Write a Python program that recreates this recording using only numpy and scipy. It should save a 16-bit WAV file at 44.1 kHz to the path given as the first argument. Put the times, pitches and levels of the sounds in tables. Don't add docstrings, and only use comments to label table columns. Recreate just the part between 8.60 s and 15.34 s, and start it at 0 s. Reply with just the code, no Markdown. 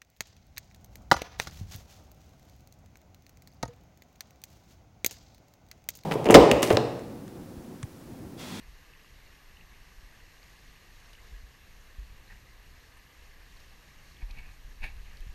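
import sys
import numpy as np
from scipy import signal
from scipy.fft import rfft, irfft, next_fast_len
from scipy.io import wavfile
from scipy.ndimage import uniform_filter1d, map_coordinates

SR = 44100
rng = np.random.default_rng(int(sys.argv[2]) if len(sys.argv) > 2 else 0)


def bounce(signal):
    frames = np.transpose(np.atleast_2d(signal))
    limited = np.clip(frames, -1, 1)
    pcm = np.round(limited * 32767).astype(np.int16)
    wavfile.write(sys.argv[1], SR, pcm)


def ratio_of_db(decibels):
    return 10 ** (np.asarray(decibels, float) / 20)


N = 297234
T = np.arange(N) / SR


def unit(x):
    return x / np.sqrt(np.mean(x ** 2) + 1e-20)


def filtered(x, response):
    m = next_fast_len(N + SR // 4)
    return irfft(rfft(x, m) * response(np.fft.rfftfreq(m, 1 / SR)), m)[:N]


def coloured(x, points):
    f, db = np.transpose(points)
    return filtered(x, lambda hz: ratio_of_db(np.interp(np.log(hz + 1), np.log(f + 1), db)))


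def resonant(x, modes):
    def response(f):
        total = 0
        for k, (centre, width, db) in enumerate(modes):
            damping = 1j * f * width
            total = total + (-1) ** k * ratio_of_db(db) * damping / (centre * centre - f * f + damping)
        return total
    return filtered(x, response)


def curve(points):
    return np.interp(T, *np.transpose(points))


def wobble(rate):
    return map_coordinates(rng.standard_normal(int(N * rate / SR) + 4), [T * rate])


def bubbles(start, size, hz, cycles, rise):
    t = np.arange(SR // 40) / SR
    turns = hz[:, None] * t
    tone = np.sin(2 * np.pi * turns * (1 + rise * turns / cycles / 2))
    onset = 1 - np.exp(-turns / 1.5)
    rings = size[:, None] * tone * np.exp(-turns / cycles) * onset
    at = (start * SR).astype(int)[:, None] + np.arange(len(t))
    return np.bincount(at.ravel(), rings.ravel(), N + SR)[:N]


# t/s, level/dB
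WATER_LEVEL = [(0.0, -60), (2.44, -59.5), (3.0, -59.5), (5.7, -60), (6.1, -60.5), (6.74, -59.5)]
# f/Hz, gain/dB
WATER_COLOUR = [(150, -26), (250, -4.5), (490, -3), (582, -6), (1210, -3.5), (1400, -9.5), (1660, 0),
                (2000, -1), (2380, -5.5), (2820, -3), (3050, -7.5), (3560, -9.5), (4240, -7), (5030, -12.5),
                (6670, -12), (7560, -19.5), (10500, -24.5), (13600, -39), (22000, -120)]
# t/s, level/dB
SPRAY_LEVEL = [(0, -1), (1.3, -.5), (1.6, 0.5), (2.6, 1), (3.0, -1), (5.5, 0.5), (6.74, 1)]
SPRAY_HZ = 3800
# f/Hz, width/Hz, gain/dB
PORT_MODES = [(5520, 110, -5), (9200, 400, -4)]


def patchy_rush():
    z = signal.stft(rng.standard_normal(N), nperseg=512)[2]
    patches = uniform_filter1d(rng.standard_normal(z.shape), size=8, axis=0)
    patches = uniform_filter1d(patches, size=10, axis=1)
    return signal.istft(z * ratio_of_db(0.89 * unit(patches)), nperseg=512)[1][:N]


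def fizz():
    when, pitch, strength = rng.random((1500, 3)).T
    hz = 1000 * 12 ** pitch
    size = ratio_of_db(9.0 * strength ** 3) * np.sqrt(hz)
    return bubbles(when * T[-1], size, hz, cycles=7.0, rise=0.036)


def overflow():
    water = coloured(unit(patchy_rush()) + 0.19 * unit(fizz()), WATER_COLOUR)
    treble = filtered(water, lambda f: 1 / (1 + (SPRAY_HZ / (f + 1)) ** 4))
    flicker = ratio_of_db(curve(SPRAY_LEVEL) + 0.94 * wobble(14))
    water = water + (flicker - 1) * treble
    through_port = water + resonant(water, PORT_MODES[:1]) + resonant(water, PORT_MODES[1:])
    swell = ratio_of_db(curve(WATER_LEVEL) + 0.22 * wobble(5.9))
    return swell * unit(through_port)


# t/s, level/dB, starting bubble f/Hz
DRIP_BUBBLES = [(.3356, -43.5, 2550), (.4648, -53.5, 2600), (.9697, -43, 2800), (1.01, -43, 2650),
                (1.8295, -44, 4410), (1.839, -50, 6600), (1.9914, -48, 4540), (2.161, -49.5, 2760),
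                (2.5434, -47, 2180), (2.5516, -44, 2780), (2.617, -51, 7000), (3.213, -48, 6000),
                (3.68, -45.5, 3960), (4.97, -46.5, 4170), (5.518, -51.5, 4300), (5.5682, -46, 3270),
                (5.623, -59, 910), (5.701, -51, 902)]


def drips():
    s, db, hz = np.transpose(DRIP_BUBBLES)
    return bubbles(s, ratio_of_db(db), hz, cycles=5.9, rise=0.034)


# t/s, crackle level/dB, strongest ring f/Hz, bright edge over crackle/dB, crackle t60/s
SPLASH_TICKS = [(2.3999, -54, 2930, -22, .03), (2.5316, -48, 2900, -25, .035), (4.372, -66, 6500, -4, .05),
                (5.002, -53, 6300, -23, 0.035), (5.709, -46, 4130, -33, .03), (6.366, -55, 3180, -24, .03),
                (6.571, -48, 4500, -20, .012), (6.606, -52, 3110, -13, .012)]
RING_DB = -2


def ticks():
    crackle, edge, t = np.zeros(N + SR), np.zeros(N + SR), T[:SR // 20]
    for s, db, hz, treble_db, t60 in SPLASH_TICKS:
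        at = round(s * SR)
        body_burst, edge_burst = ratio_of_db(db - 60 * t / t60) * rng.standard_normal((2, len(t)))
        crackle[at:][:len(t)] += body_burst
        edge[at:][:len(t)] += ratio_of_db(treble_db) * edge_burst
    s, db, hz, *_ = np.transpose(SPLASH_TICKS)
    ring = bubbles(s, ratio_of_db(db + RING_DB), hz, cycles=12.0, rise=0)
    body = resonant(crackle[:N], [(2900, 760, 4.1), (4300, 2700, 5.0), (6260, 1200, 3.5)])
    return ring + body + resonant(edge[:N], [(9500, 1700, 17)])


# t/s of firmest contact, lid level/dB, fading t60/s, shell over lid/dB, cavity over lid/dB
FINGER_STROKES = [(3.713, -65.5, 0.17, 13.5, 5), (5.624, -57.5, 0.077, -2.5, 0.5),
                  (5.707, -56, 0.074, -10, -1.5), (5.745, -65, .3, -16, -7), (5.777, -51, .4, -12, -10),
                  (5.875, -63.5, 0.19, -4, -5), (6.243, -39.5, .16, -5.5, -8), (6.285, -65, 0.11, -14, -6),
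                  (6.465, -65, .27, 0, -14), (6.55, -70, .4, 4, -9)]
# f/Hz, width/Hz, relative level/dB
LID_MODES = [(2250, 84, 1.5), (2505, 91, 2.5), (2734, 145, -5), (3700, 560, -15.5), (4500, 630, -18),
             (6600, 350, -25), (9800, 4400, -33.5)]
# f/Hz, width/Hz, level/dB before scaling to rms 1
SHELL_MODES = [(1782, 410, -2)]
# f/Hz, width/Hz, relative level/dB of a single pass
CAVITY_MODES = [(158, 192, -2), (763, 207, 0), (970, 280, -2.5)]
PRESS_DB_PER_S, ROUND_S = 752, 0.002


def rubs():
    lid_slip, shell_slip, cavity_slip = ratio_of_db(2.0 * wobble(220)) * rng.standard_normal((3, N))
    lid = unit(resonant(lid_slip, LID_MODES))
    shell = unit(resonant(resonant(shell_slip, SHELL_MODES), SHELL_MODES))
    cavity = unit(resonant(resonant(cavity_slip, CAVITY_MODES), CAVITY_MODES))
    out = np.zeros(N)
    for s, db, t60, shell_db, cavity_db in FINGER_STROKES:
        away = np.hypot(T - s, ROUND_S) - ROUND_S
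        slope = np.where(T < s, PRESS_DB_PER_S, 60 / t60)
        modes = lid + ratio_of_db(shell_db) * shell + ratio_of_db(cavity_db) * cavity
        out += ratio_of_db(db - away * slope) * modes
    return out


# t/s, level/dB, ring f/Hz, t60/s, push +1 or pull -1
HOUSING_NUDGES = [(0.079, -37.5, 42.6, 0.23, 1), (1.379, -36, 30, 0.11, 1), (1.432, -39, 42.5, 0.14, -1),
                  (2.722, -34.5, 44.7, 0.27, -1), (2.835, -38, 48, 0.18, -1), (3.384, -29.5, 47.4, 0.17, 1),
                  (3.525, -40.5, 47, 0.15, 1), (5.627, -23.5, 37.3, 0.17, -1), (5.702, -31, 40.8, 0.28, 1),
                  (5.783, -30.5, 40.5, 0.1, 1), (6.046, -32.5, 33.8, 0.12, 1),
                  (6.205, -27.5, 20.2, 0.18, -1), (6.236, -26, 42, 0.056, 1), (6.29, -36, 37.7, 0.17, 1),
                  (6.371, -27.5, 32.4, 0.076, -1), (6.602, -30.5, 27.6, 0.23, 1),
                  (6.667, -26, 55, 0.038, 1), (6.692, -23.5, 29.8, 0.065, -1)]
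PUSH_SWINGS = 0.17


def nudges():
    out, t = np.zeros(N + SR), T[:SR // 2]
    for s, db, hz, t60, way in HOUSING_NUDGES:
        build = 1 - np.exp(-t * hz / PUSH_SWINGS)
        rock = np.sin(2 * np.pi * hz * t)
        out[round(s * SR):][:len(t)] += np.sign(way) * ratio_of_db(db - 60 * t / t60) * build * rock
    return out[:N]


# t/s, level/dB
SWAY_LEVEL = [(0.0, -52.5), (0.2, -54.5), (0.35, -55.5), (0.9, -55.5), (1.5, -56), (2.38, -56), (2.72, -49),
              (2.93, -58.5), (3.45, -51.5), (4.02, -55), (4.55, -56.5), (4.97, -53), (5.42, -58),
              (5.8, -43), (6.0, -52.5), (6.34, -43), (6.67, -50), (6.74, -41.5)]
# f/Hz, gain/dB
SWAY_SPECTRUM = [(9, -17), (15, -0.5), (39, -2.5), (60, -9), (85, -18.5), (130, -25), (200, -33.5),
                 (400, -54), (900, -120)]


def sway():
    lumps = ratio_of_db(1.1 * wobble(15)) * rng.standard_normal(N)
    return ratio_of_db(curve(SWAY_LEVEL)) * unit(coloured(lumps, SWAY_SPECTRUM))


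# f/Hz, gain/dB
DRONE_SPECTRUM = [(30, -23), (70, 0), (150, -4.5), (250, -13), (330, -17), (600, -55), (1200, -120)]


def drone():
    waver = ratio_of_db(0.84 * wobble(3.7) + 2.0 * wobble(14))
    return ratio_of_db(-65) * unit(coloured(waver * rng.standard_normal(N), DRONE_SPECTRUM))


# f/Hz, level/dB rms
CIRCUIT_TONES = [(6293.5, -89), (12617.4, -76), (12587.4, -94), (12557.4, -97), (12527.4, -100),
                 (12497.4, -103), (12467.4, -102), (12677.4, -103)]
# f/Hz, gain/dB
HISS_SPECTRUM = [(200, -3.5), (7000, -2.5), (12000, -2.5), (15200, -3.5), (20000, -8)]


def electronics():
    hiss = ratio_of_db(-72.0) * unit(coloured(rng.standard_normal(N), HISS_SPECTRUM))
    tones = np.zeros(N)
    for hz, db in CIRCUIT_TONES:
        tones += np.sqrt(2) * ratio_of_db(db) * np.sin(2 * np.pi * (hz * T + rng.random()))
    return hiss + tones


def scene():
    water = overflow() + drips() + ticks()
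    housing = rubs() + nudges() + sway()
    return (water + housing + drone() + electronics())[None]


def band_limit(x):
    return signal.sosfilt(signal.butter(12, 15240, fs=SR, output="sos"), x)


TOP_HZ = 15300


def record(dry):
    mix = filtered(dry[0], lambda hz: hz < TOP_HZ)[None]
    return band_limit(mix)


dry = scene()
out = record(dry)
bounce(out)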